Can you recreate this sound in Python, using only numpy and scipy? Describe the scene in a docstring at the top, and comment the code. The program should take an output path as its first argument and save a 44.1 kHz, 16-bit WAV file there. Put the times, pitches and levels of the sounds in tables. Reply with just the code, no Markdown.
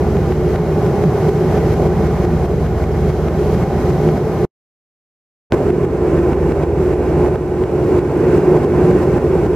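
"""A broad roar with a deep throbbing hum, at a window seat in a jet airliner in cruise, on a stereo pair.
Two stretches, a second of silence between; two bands are uneven in level, the whole keeps sagging and swelling.
Air along the fuselage is noise shaped by cabin resonances; hum, fan drone and faint blade whine are
wavering sines. Each sag has a tick just ahead of it, and the sound comes back on with a click."""
import sys
import numpy as np
from scipy import signal
from scipy.fft import rfft, irfft, next_fast_len
from scipy.io import wavfile
from scipy.ndimage import uniform_filter1d, minimum_filter1d

SR = 44100
rng = np.random.default_rng(int(sys.argv[2]) if len(sys.argv) > 2 else 0)


def persist_wave(psi):
    """Save psi, clipped to +-1, as 16-bit WAV."""
    counts = np.round(np.clip(psi, -1, 1) * 32767).astype(np.int16)
    wavfile.write(sys.argv[1], SR, np.atleast_2d(counts).T)


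N = 421155

# the two stretches in the seat: [start t/s, end t/s]
STRETCH_TIMES = [(0.0, 4.451), (5.522, 9.56)]
# airflow along the fuselage, before resonances and level changes:
# [f/Hz, first stretch density/dB per Hz, second stretch density/dB per Hz]
AIRFLOW_SPECTRUM = [(25.1, -70.5, -67), (45, -67, -64), (66, -52.5, -47), (114.7, -43.5, -46.5),
                    (278, -53.5, -48.5), (552, -53.5, -51), (1171, -64.5, -65), (2244, -73, -74),
                    (3424, -82, -86), (6190, -83.5, -87), (8300, -91.5, -91), (12500, -88.5, -94.5),
                    (15700, -96.5, -100.3)]
# resonances of cabin and panels: [f/Hz, width/Hz, first stretch lift/dB, second stretch lift/dB]
CABIN_RESONANCES = [(139, 26, -0.5, 6), (156, 11.2, 5.5, 2.5), (163.8, 70, 8.5, 4), (218.3, 16, 4.5, -2.5),
                    (348.7, 57.6, 8, 9), (412.4, 122, 11.5, 9), (595, 56, 4, 1), (637, 42, 0, -1),
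                    (763, 27, -0.5, -3.5), (785, 105, 7, 5.8), (1025, 33, 4, 6), (1477, 330, 0.8, 2.5),
                    (2190, 140, -0.5, 1), (2650, 340, -1.5, 3.5), (7600, 240, 4, 6)]
# stereo width of the airflow: [f/Hz, side minus mid level/dB]
STEREO_WIDTH = [(60, -17), (110, -22), (200, -23), (380, -21), (700, -17), (1290, -11.5), (2380, -7),
                (4400, -3.3), (8120, 0.8), (15000, 2.5)]
# stereo balance of the airflow, one table per stretch: [f/Hz, left minus right level/dB]
FIRST_BALANCE = [(60, -1.0), (110, -1.0), (200, -0.5), (380, -1.0), (700, 0.0), (1290, -0.5), (2380, -1.0),
                 (4400, 1.5), (8120, 2.0), (15000, 1.0)]
SECOND_BALANCE = [(60, -0.5), (110, -1.0), (200, -1.0), (380, -1.0), (700, -2.0), (1290, -3.0),
                  (2380, -2.0), (4400, 0.5), (8120, 2.0), (15000, 0.0)]
# lag of the airflow on the right, a path of under a centimetre: [lag/s], one per stretch
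RIGHT_LAGS = [1.2e-5, 2.8e-5]
# fan shaft speed: [f/Hz], one per stretch
SHAFT_SPEEDS = [60.52, 60.47]
# multiples of the shaft speed that sound, the last being the blade rate: [order]
FAN_ORDERS = [3, 4, 6, 7, 36]
# rms of those orders before the level changes, one row per stretch: [level/dB, one column per order]
FAN_LEVELS = [
    [-37.5, -37.5, -27.5, -29, -55.5],
    [-36, -37.5, -22, -31, -58.5],
]
# deep tones carried by the airframe: [f/Hz]
HUM_TONES = [33.28, 60.48, 80.13]
# their strengths within the hum: [level/dB relative to the hum curve]
HUM_BALANCE = [-21.5, -5.5, -4.5]
# uneven level of the low cabin boom, on top of its steadied band: [t/s, level/dB]
BOOM_BAND_LEVEL = [(0.04, -1.2), (0.8, 1.3), (0.94, 0.3), (1.06, 5.5), (1.2, -5), (1.3, 1.6), (1.66, -3.5),
                   (1.88, 2), (2.18, 0.9), (2.42, 2), (2.48, -4.5), (2.58, 4.5), (2.8, -7), (2.98, 2.5),
                   (3.24, -2.3), (3.6, 0.3), (3.82, -7.5), (3.92, 4), (4.4, -1.6), (5.58, -6), (5.8, 4.5),
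                   (5.94, -3.5), (6.06, 1.4), (6.3, -4), (6.38, 0.8), (6.64, 0.5), (6.84, -0.0),
                   (6.96, -6.5), (7.18, 1.5), (7.38, -1), (7.44, 3), (7.56, -5), (7.74, -0.5), (7.84, -2),
                   (8.94, 3), (9.02, -4.5), (9.16, 2), (9.5, -2.5)]
# uneven level of the band from 350 to 455 Hz, on top of its steadied sound: [t/s, level/dB]
DRONE_BAND_LEVEL = [(0.04, 1.7), (0.34, -1.5), (0.42, 1.7), (0.56, 1), (1.2, -0.2), (1.3, 3.5), (1.7, -2.7),
                    (1.88, 3.5), (1.96, -4), (2.04, 4.5), (2.12, -1), (2.46, -4), (2.54, 5.5), (2.66, -5.5),
                    (3.12, 1), (3.28, -3.5), (3.44, 2), (3.58, -3), (4.4, 0.8), (5.58, -3.5), (5.66, 1),
                    (5.82, 1.1), (6.3, -1.3), (6.44, 0.5), (6.7, -1.5), (6.82, 1.2), (7.14, -4), (7.26, -1),
                    (7.68, 0), (7.82, 0), (8.0, 0.5), (8.12, -7.5), (8.2, 1), (8.32, 1), (8.44, 1.5),
                    (9.22, -1.5), (9.3, 2.5), (9.5, 0.8)]
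# slow changes, one table per stretch: [t/s, whole sound level/dB, hum level/dB, mid roar lift/dB]
FIRST_CHANGES = [(0.2, -0.1, -18, -1.5), (0.65, 1.15, -20.5, -2.5), (1.15, 2, -28.5, -2.5),
                 (1.65, 4.5, -21, -1.3), (2.6, 0.1, -16.5, -1.5), (3.1, 2, -17, -3), (3.95, 2.5, -23, -2),
                 (4.45, 0, -27.5, 0)]
SECOND_CHANGES = [(5.6, -0.2, -24, -0.9), (5.9, 3.5, -24, 0.11), (6.3, 1.8, -19, 0.24),
                  (7.2, 2.5, -20, 0.53), (7.55, -0.5, -21.5, 0.82), (7.9, 1.4, -26, 1.4),
                  (8.65, 4.5, -31, 0.11), (9.45, 2.2, -21, -0.6)]
# sudden sags of the whole sound, each with a tick: [tick t/s, drop/dB, tick impulse before filtering/dB]
SAG_EVENTS = [(0.169, 0.1, -8), (0.323, 2, -8), (0.5596, 3.5, -7), (0.8647, 2, -9), (1.0393, 2.5, -8),
              (1.292, 4, -19), (1.581, 3, -16), (1.7388, 3, -15), (1.872, 3.5, -19), (2.0715, 3, -14),
              (2.2506, 3, -11), (2.457, 3.5, -17), (2.6652, 2.5, -13), (2.8406, 4, -12), (3.1024, 4, -11),
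              (3.2847, 3, -8.5), (3.547, 2.5, -9), (3.635, 3, -16), (3.905, 2.5, -14), (4.089, 2, -8),
              (4.177, 3, -16), (5.704, 4.5, -11), (5.85, 5, -20), (6.189, 2.5, -17), (6.332, 3.5, -10),
              (6.5214, 3.5, -11), (6.636, 4.5, -12), (6.9365, 4, -18), (7.261, 1, -10), (7.284, 3.5, -17),
              (7.3575, 4, -12), (7.638, 3.5, -10), (7.9912, 4.5, -15), (8.3805, 3.5, -17), (8.5725, 3, -14),
              (8.6465, 3.5, -22), (8.9116, 2, -16), (9.037, 2.5, -22), (9.182, 4, -16), (9.4655, 3.6, -14)]

BOOM_BAND_HZ, DRONE_BAND_HZ = (130, 180), (350, 455)
FADE_IN_S, FADE_IN_DB = 0.022, -16   # the restart fades up faintly over some 20 ms
FADE_OUT_DB, FADE_OUT_DB_PER_S = -21.5, 1100   # a quick, faint fade-out after each stop
SWELL_DB_PER_S = 11.5   # the climb back after every sag
TICK_LEAD_S = 0.0045   # the tick comes just before the level falls
SNAP_DB = 0   # restart click, as an impulse before filtering
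RESTART_LIFT_DB, RESTART_LIFT_S = 6.5, 0.026   # the level is raised for 26 ms on either side of the restart
CUTOFF_HZ = 15750

RESTART_S = STRETCH_TIMES[1][0]
FFT_SIZE = next_fast_len(N)
TIME = np.arange(N) / SR
FREQS = np.maximum(np.fft.rfftfreq(FFT_SIZE, 1 / SR), 1)
LEFT_RIGHT = np.array([[1], [-1]])


def from_db(db):
    """Decibels to gain."""
    return 10 ** (np.asarray(db) / 20)


def in_time(rows):
    """The columns of a curve table at every sample."""
    times, *columns = np.transpose(rows)
    return [np.interp(TIME, times, column) for column in columns]


def over_hz(points, column=1):
    """One column of a spectrum table at every frequency, interpolated along log frequency."""
    points = np.array(points)
    return np.interp(np.log(FREQS), np.log(points[:, 0]), points[:, column])


def below(top_hz, order=8):
    """The share of every frequency that a steep low-pass lets through."""
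    return 1 / (1 + (FREQS / top_hz) ** order)


def to_sound(spectrum):
    """Spectrum back to N samples of sound."""
    return irfft(spectrum, FFT_SIZE)[:, :N]


def drift(rate):
    """Smooth random wander of spread 1, changing about rate times a second."""
    pole = np.exp(-200 * np.pi * rate / SR)   # one step every 100 samples
    steps = rng.standard_normal(N // 100 + 2002)
    slow = signal.lfilter([1], [1, -2 * pole, pole * pole], steps)[2000:]   # settled part only
    return np.interp(np.arange(N) / 100, np.arange(len(slow)), slow / slow.std())


def treble_ripple(ripple_db=1.95, above_hz=1500, below_hz=7500, count=12):
    """A random fine ripple in level across the treble frequencies, fading towards the very top."""
    periods = rng.uniform(0.0007, 0.006, count)   # ripples per Hz
    ripple = sum(np.cos(2 * np.pi * FREQS * period) for period in periods) * np.sqrt(2 / count)
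    treble = 1 / (1 + (above_hz / FREQS) ** 2) / (1 + (FREQS / below_hz) ** 2)
    return from_db(ripple_db * ripple * treble)


def diffuse_noise(stretch):
    """Left and right noise spectra around 0 dB per Hz: alike in the bass, unrelated in the treble."""
    mid, side = rfft(rng.standard_normal((2, FFT_SIZE))) * np.sqrt(SR / 2)
    width = from_db(over_hz(STEREO_WIDTH))
    pair = (mid + LEFT_RIGHT * width * side) / np.sqrt(1 + width ** 2)
    balance_db = over_hz([FIRST_BALANCE, SECOND_BALANCE][stretch])
    pan = from_db(LEFT_RIGHT * balance_db / 2)
    lag = np.exp(1j * np.pi * LEFT_RIGHT * FREQS * RIGHT_LAGS[stretch])   # left leads right
    return pair * pan * lag * treble_ripple()


def airflow(stretch, roar_db, splits_hz=(270, 600, 1150, 2500),
            gust_db=(0.6, 1.0, 1.25, 0.7, 0.45), gusts_per_s=(4.1, 5, 6, 7, 8.8)):
    """Turbulence on the skin, coloured by the cabin: five bands from rumble to hiss, each gusting on its own."""
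    colour_db = over_hz(AIRFLOW_SPECTRUM, column=1 + stretch)
    for hz, width, *lift_db in CABIN_RESONANCES:
        colour_db = colour_db + lift_db[stretch] / (1 + (2 * (FREQS - hz) / width) ** 2)
    no_subsonics = FREQS ** 2 / (FREQS ** 2 + 10 ** 2)
    air = diffuse_noise(stretch) * from_db(colour_db) * no_subsonics
    edges = [0] + [below(hz) for hz in splits_hz] + [1]
    bands = []
    for lower, upper, db, rate in zip(edges, edges[1:], gust_db, gusts_per_s):
        bands.append(to_sound(air * (upper - lower)) * from_db(db * drift(rate)))
    rumble, roar, rush, wash, hiss = bands
    return rumble + roar * from_db(roar_db) + rush + wash + hiss


def tone(hz, waver_db, wander_rad, skew_rad):
    """A machine tone of rms about 1, level and phase wandering; it meets left and right out of step."""
    phase = 2 * np.pi * (hz * TIME + rng.random()) + wander_rad * drift(0.7)
    wave = np.sqrt(2) * np.sin(phase + LEFT_RIGHT * skew_rad / 2)
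    return wave * from_db(waver_db * drift(12.0))


def fan(stretch, pan_db=-0.5):
    """The engine fan sings on multiples of its shaft speed."""
    tones = 0
    for order, db in zip(FAN_ORDERS, FAN_LEVELS[stretch]):
        hz = order * SHAFT_SPEEDS[stretch]
        wander_rad = 0.19 * np.sqrt(order)
        tones = tones + from_db(db) * tone(hz, waver_db=1.5, wander_rad=wander_rad, skew_rad=0.083)
    return tones * from_db(LEFT_RIGHT * pan_db / 2)


def hum(hum_db, pan_db=-0.7):
    """Close deep tones beat against each other into a fast throb."""
    tones = 0
    for hz, db in zip(HUM_TONES, HUM_BALANCE):
        tones = tones + from_db(db) * tone(hz, waver_db=0.0, wander_rad=0.14, skew_rad=0.22)
    return tones * from_db(hum_db + LEFT_RIGHT * pan_db / 2)


def uneven_band(sound, band_hz, curve, steadiness, smooth_s=0.15):
    """One band of the sound is steadied, then rises and falls along its level curve."""
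    low, high = band_hz
    share = below(high, order=16) - below(low, order=16)
    band = to_sound(rfft(sound, FFT_SIZE) * share)
    span = int(smooth_s * SR)
    power = uniform_filter1d(uniform_filter1d(np.mean(band ** 2, axis=0), span), span)
    steadying = (power / power.mean()) ** (-np.clip(steadiness, 0, 1) / 2)
    level_db, = in_time(curve)
    return sound - band + band * from_db(level_db) * steadying


def switched_on(start, end):
    """1 between start and end, with a faint fade ahead of the start and after the end."""
    fade_in = from_db(FADE_IN_DB) * np.clip(1 + (TIME - start) / FADE_IN_S, 0, 1)
    fade_out = from_db(FADE_OUT_DB - FADE_OUT_DB_PER_S * np.clip(TIME - end, 0, 0.5))
    gate = np.select([TIME < start, TIME < end], [fade_in, 1.0], fade_out)
    return uniform_filter1d(gate, size=24)


def sag_and_swell(fall_s=0.0063, surge_db=0.7, surge_s=0.022):
    """At each sag the level surges briefly, drops within milliseconds and climbs back at a steady rate."""
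    level_db = RESTART_LIFT_DB * (np.abs(TIME - RESTART_S) < RESTART_LIFT_S)
    for tick_s, drop_db, _ in SAG_EVENTS:
        fall = round((tick_s + TICK_LEAD_S) * SR)
        level_db[fall - round(surge_s * SR):fall] += surge_db
        level_db[fall:] += np.minimum(SWELL_DB_PER_S * TIME[:N - fall] - drop_db, 0)
    return from_db(uniform_filter1d(level_db, max(int(fall_s * SR), 1)))


def pop(events, dull_hz, top_hz, thin_hz=220):
    """Each (t/s, level/dB) is a short pressure pulse of either sign, decaying fast, then band-passed."""
    clicks = np.zeros(N)
    for at_s, db in events:
        clicks[round(at_s * SR)] = from_db(db) * rng.choice([-1, 1])
    decay = np.exp(-2 * np.pi * dull_hz / SR)
    pulses = signal.lfilter([1], [1, -decay], clicks + 1e-18)
    band_pass = signal.butter(2, [thin_hz, top_hz], "band", fs=SR, output="sos")
    return signal.sosfilt(band_pass, pulses)


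def ticks():
    """A dull tick at every sag, half buried in the roar, and the brighter click of the restart."""
    sag_ticks = pop([(tick_s, tick_db) for tick_s, _, tick_db in SAG_EVENTS], dull_hz=800, top_hz=2300)
    restart_click = pop([(RESTART_S, SNAP_DB)], dull_hz=1200, top_hz=4000)
    return sag_ticks + restart_click


def scene():
    """Airflow, fan and hum, two bands uneven in level, switched on and off with each stretch."""
    seat = 0
    for stretch, changes in enumerate((FIRST_CHANGES, SECOND_CHANGES)):
        level_db, hum_db, roar_db = in_time(changes)
        cabin = airflow(stretch, roar_db) + fan(stretch)
        cabin = uneven_band(cabin, BOOM_BAND_HZ, BOOM_BAND_LEVEL, steadiness=0.94)
        cabin = uneven_band(cabin, DRONE_BAND_HZ, DRONE_BAND_LEVEL, steadiness=0.8)
        cabin = cabin + hum(hum_db)
        seat = seat + switched_on(*STRETCH_TIMES[stretch]) * from_db(level_db) * cabin
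    return seat * sag_and_swell() + ticks()


def record(dry, ceiling=1.0, hold_s=0.0054):
    """A quick limiter holds the peaks at full scale, then a steep low-pass cuts the top."""
    span = int(hold_s * SR)
    headroom = np.minimum(1, ceiling / (np.abs(dry).max(axis=0) + 1e-9))
    gain = uniform_filter1d(minimum_filter1d(headroom, span), span)
    low_pass = signal.ellip(12, 0.1, 90, CUTOFF_HZ, fs=SR, output="sos")
    return signal.sosfilt(low_pass, dry * gain)


dry = scene()
out = record(dry)
persist_wave(out)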